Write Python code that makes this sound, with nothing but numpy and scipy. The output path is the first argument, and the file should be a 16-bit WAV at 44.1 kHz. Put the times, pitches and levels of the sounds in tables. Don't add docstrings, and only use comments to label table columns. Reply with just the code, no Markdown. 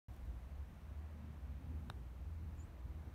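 import sys
import numpy as np
from scipy import signal
from scipy.fft import rfft, irfft, next_fast_len
from scipy.io import wavfile
from scipy.ndimage import uniform_filter1d, map_coordinates

SR = 44100
rng = np.random.default_rng(int(sys.argv[2]) if len(sys.argv) > 2 else 0)


def store_pcm(level_fs):
    pcm = np.round(np.clip(level_fs, -1, 1) * 32767).astype(np.int16)
    wavfile.write(sys.argv[1], SR, np.atleast_2d(pcm).T)


N = 138474


def amp(db):
    return 10 ** (np.asarray(db) / 20)


def unit(x):
    return x / np.sqrt(np.mean(x ** 2) + 1e-20)


def curves(rows):
    times, *columns = np.transpose(rows)
    return [np.interp(np.arange(N) / SR, times, column) for column in columns]


def wobble(rate):
    knots = rng.standard_normal(int(N * rate / SR) + 4)
    return map_coordinates(knots, [np.arange(N) * rate / SR])


def filtered(x, response):
    size = next_fast_len(N + SR // 2)
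    return irfft(rfft(x, size) * response(np.fft.rfftfreq(size, 1 / SR)), size)[..., :N]


def rush(spectrum, patchy_db):
    cells = signal.stft(rng.standard_normal(N), nperseg=512)[2]
    patches = uniform_filter1d(rng.standard_normal(cells.shape), size=6, axis=0)
    patches = uniform_filter1d(patches, size=14, axis=1)
    noise = signal.istft(cells * amp(patchy_db * unit(patches)), nperseg=512)[1][:N]
    freqs, db = np.transpose(spectrum)
    return unit(filtered(noise, lambda hz: amp(np.interp(np.log(hz + 1), np.log(freqs + 1), db))))


def tone(pitch):
    return np.sqrt(2) * np.sin(2 * np.pi * (np.cumsum(pitch) / SR + rng.random()))


def echoes(x, t60):
    t = np.arange(SR // 4) / SR
    tail = rng.standard_normal(len(t)) * amp(-60 * t / t60) * (1 - np.exp(-t / 0.0037))
    return signal.fftconvolve(x, tail / np.linalg.norm(tail))[:N]


def ring(modes, t):
    return sum(np.sign(polarity) * amp(db - 60 * t / t60) * np.sin(2 * np.pi * hz * t)
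               for hz, db, t60, polarity in modes)


# (frequency [Hz], level [dB], t60 [s], polarity [sign])
FACE_MODES = [(5406, -50, 0.0056, -1), (7950, -61.5, 0.008, 1), (9450, -57, 0.013, 1),
              (12700, -66, .005, 1), (14300, -57, .003, -1), (15300, -58, 0.0044, 1)]
# (frequency [Hz], level [dB], t60 [s], polarity [sign])
HEAD_MODES = [(819, -30.1, .0066, 1), (1297, -21.3, .0041, 1), (3190, -16.8, .0035, 1),
              (3691, -3.7, .0072, -1)]
TAP_S, CONTACT_S, FORCE_POWER = 1.899949, .00078, 1.25
BALL_DB, BALL_SLOPE_S = -13, .00025
ECHO_DB, ECHO_T60_S, ECHO_HZ = -16.5, 0.12, 1490


def putt():
    t = np.clip(np.arange(N) / SR - TAP_S, 0, .2)
    force = np.abs(np.sin(np.pi * np.clip(t / CONTACT_S, 0, 1))) ** FORCE_POWER
    force = force / force.sum()
    head = signal.fftconvolve(force, ring(HEAD_MODES, np.arange(SR // 10) / SR))[:N]
    ball = amp(BALL_DB) * (force + BALL_SLOPE_S * SR * np.gradient(force))
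    click = head + ball + ring(FACE_MODES, t)
    answer = filtered(echoes(click, ECHO_T60_S), lambda hz: 1 / (1 + 1j * hz / ECHO_HZ))
    return click + amp(ECHO_DB) * answer


# (time [s], pitch [Hz], level [dB])
LOWER_VOICE = [(2.574, 7214, -96), (2.582, 7100, -81), (2.592, 6960, -76), (2.609, 6960, -73.5),
               (2.628, 7280, -75), (2.636, 7530, -79), (2.641, 7950, -77), (2.646, 8540, -83),
               (2.651, 8550, -96)]
# (time [s], pitch [Hz], level [dB])
UPPER_VOICE = [(2.566, 7950, -96), (2.573, 7750, -86), (2.586, 7420, -84), (2.598, 7230, -79),
               (2.61, 7100, -98)]
BIRD_ROUGH_DB, BIRD_ECHO_DB, BIRD_T60_S = 2, -5.5, 0.067


def bird():
    t = np.arange(N) / SR
    call = 0
    for voice in (LOWER_VOICE, UPPER_VOICE):
        pitch, level_db = curves(voice)
        sounding = (t > voice[0][0]) * (t < voice[-1][0])
        call = call + amp(level_db + BIRD_ROUGH_DB * wobble(300)) * tone(pitch) * sounding
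    return call + amp(BIRD_ECHO_DB) * echoes(call, BIRD_T60_S)


# (time [s], firing pitch [Hz], level [dB])
ENGINE_SPEED = [(.1, 67.9, -53.5), (.17, 68.56, -55.5), (.35, 69.5, -53), (.52, 71.23, -45.5),
                (.61, 72.5, -50), (.68, 72.93, -60), (.85, 73.9, -51.5), (1.0, 75.25, -46.5),
                (1.08, 75.9, -52.5), (1.25, 76.6, -50.5), (1.39, 76.9, -56), (1.45, 77.4, -45.5),
                (1.64, 77.6, -50), (1.77, 78.3, -46), (1.9, 78.4, -55.5), (2.3, 80.23, -48),
                (2.6, 80.25, -50.5), (2.8, 78.6, -56.5), (2.92, 77.5, -50), (3.13, 73.46, -54)]
# (multiple of the firing pitch, level [dB])
FIRING_ORDERS = [(1, -1.5), (2, -22)]
FADING_DB, WAVER_HZ = 2.5, .9


def engine():
    pitch, level_db = curves(ENGINE_SPEED)
    pitch = pitch + WAVER_HZ * wobble(8)
    drone = sum(amp(db + FADING_DB * k * wobble(6.4)) * tone(k * pitch) for k, db in FIRING_ORDERS)
    return amp(level_db) * drone


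# (time [s], pitch [Hz], level [dB])
LOW_HUM = [(.1, 59.84, -56.5), (.3, 59.54, -52), (.55, 60.5, -55), (.8, 60.04, -55), (1.1, 63.02, -71),
           (1.4, 63.96, -56.5), (1.7, 61.8, -59), (2, 62.04, -57.5), (2.3, 61, -53.5), (2.6, 60, -57.5),
           (2.9, 57.75, -52), (3.13, 59.7, -63.5)]
HUM_FADING_DB, HUM_WAVER_HZ = 4, 1.32


def hum():
    pitch, level_db = curves(LOW_HUM)
    level = amp(level_db + HUM_FADING_DB * wobble(8))
    return level * tone(pitch + HUM_WAVER_HZ * wobble(10))


# (time [s], centre [Hz], level [dB])
HOLLOW_ROAR = [(.1, 250, -69.5), (.3, 250, -73), (.6, 230, -80), (1, 220, -76.5), (1.25, 230, -61),
               (1.45, 240, -71), (1.7, 248, -63.5), (1.95, 250, -73), (2.2, 300, -81.5), (2.45, 318, -76),
               (2.7, 315, -76), (3, 315, -69), (3.13, 315, -75.5)]
ROAR_WIDTH_HZ = 22


def roar():
    centre, level_db = curves(HOLLOW_ROAR)
    slow = filtered(rng.standard_normal((2, N)), lambda hz: 1 / (1 + (hz / ROAR_WIDTH_HZ) ** 2))
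    turn = 2 * np.pi * np.cumsum(centre) / SR
    return amp(level_db) * unit(slow[0] * np.cos(turn) + slow[1] * np.sin(turn))


# (frequency [Hz], level [dB])
RUMBLE_COLOUR = [(20, -29.5), (32, -22), (40, -14), (52, -6), (70, 1.5), (88, 0), (100, -1), (130, -5.5),
                 (180, -8.5), (240, -12.5), (320, -17.5), (420, -24), (700, -53.5)]
# (time [s], level [dB])
RUMBLE_COURSE = [(.1, -55.5), (.3, -55), (.6, -56), (1, -55.5), (1.4, -56.5), (1.8, -54), (2.2, -56),
                 (2.7, -56), (3.13, -57)]


def traffic_rumble():
    return amp(curves(RUMBLE_COURSE)[0] + 0.89 * wobble(6.9)) * rush(RUMBLE_COLOUR, patchy_db=2.0)


# (frequency [Hz], level [dB])
BUFFET_COLOUR = [(20, -26), (30, -8), (38, 1), (48, -2), (60, -19.5), (100, -61)]
# (time [s], level [dB])
BUFFET_COURSE = [(.1, -60.5), (.4, -63), (.8, -59), (1.1, -72.5), (1.5, -68.5), (2, -67), (2.45, -62),
                 (2.8, -65), (3.13, -62)]


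def breeze_buffet():
    return amp(curves(BUFFET_COURSE)[0]) * rush(BUFFET_COLOUR, patchy_db=2.0)


# (frequency [Hz], level [dB])
WASH_COLOUR = [(210, -29), (350, -5), (409, -5), (447, -3), (483, 0.5), (1030, -3), (1380, -7),
               (2450, -12.5), (5000, -28), (6500, -42), (11000, -120)]
# (time [s], level [dB])
WASH_COURSE = [(.1, -68), (.4, -67.5), (.9, -67.5), (1.4, -67.5), (2, -68.5), (2.5, -68), (3.13, -67.5)]


def wash():
    return amp(curves(WASH_COURSE)[0] + .5 * wobble(4.88)) * rush(WASH_COLOUR, patchy_db=0.43)


# (time [s], level [dB])
RUSTLE_PUFFS = [(.134, -74), (.142, -74), (.161, -71), (.251, -76)]
RUSTLE_S = .004


def rustles():
    t = np.arange(N) / SR
    puffs = sum(amp(db) * np.exp(-((t - start) / RUSTLE_S - 1) ** 2) for start, db in RUSTLE_PUFFS)
    return puffs * filtered(rush(HISS_COLOUR, patchy_db=2), lambda hz: 1 / (1 + (4500 / (hz + 1)) ** 4))


# (frequency [Hz], level [dB])
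HISS_COLOUR = [(2350, -4.5), (4000, -2.5), (4930, -8), (5970, -4), (7660, -9.5), (9330, -6.5), (10400, -14),
               (11500, -8), (14200, -7), (15200, -8.5), (16000, -15.5)]
# (time [s], level [dB])
HISS_COURSE = [(.1, -78), (.35, -79.5), (.6, -80), (1.8, -80), (3.13, -79.5)]


def hiss():
    return amp(curves(HISS_COURSE)[0]) * rush(HISS_COLOUR, patchy_db=0.16)


def scene():
    near = putt() + rustles()
    far = bird() + engine() + hum() + roar() + traffic_rumble() + wash()
    microphone = breeze_buffet() + hiss()
    return (near + far + microphone)[None]


START_S, TOP_HZ = .0835, 15780


def record(dry):
    on = np.clip((np.arange(N) / SR - START_S) / 0.00043, 0, 1)
    return filtered(dry * on, lambda hz: 1 / (1 + (hz / TOP_HZ) ** 200))


dry = scene()
out = record(dry)
store_pcm(out)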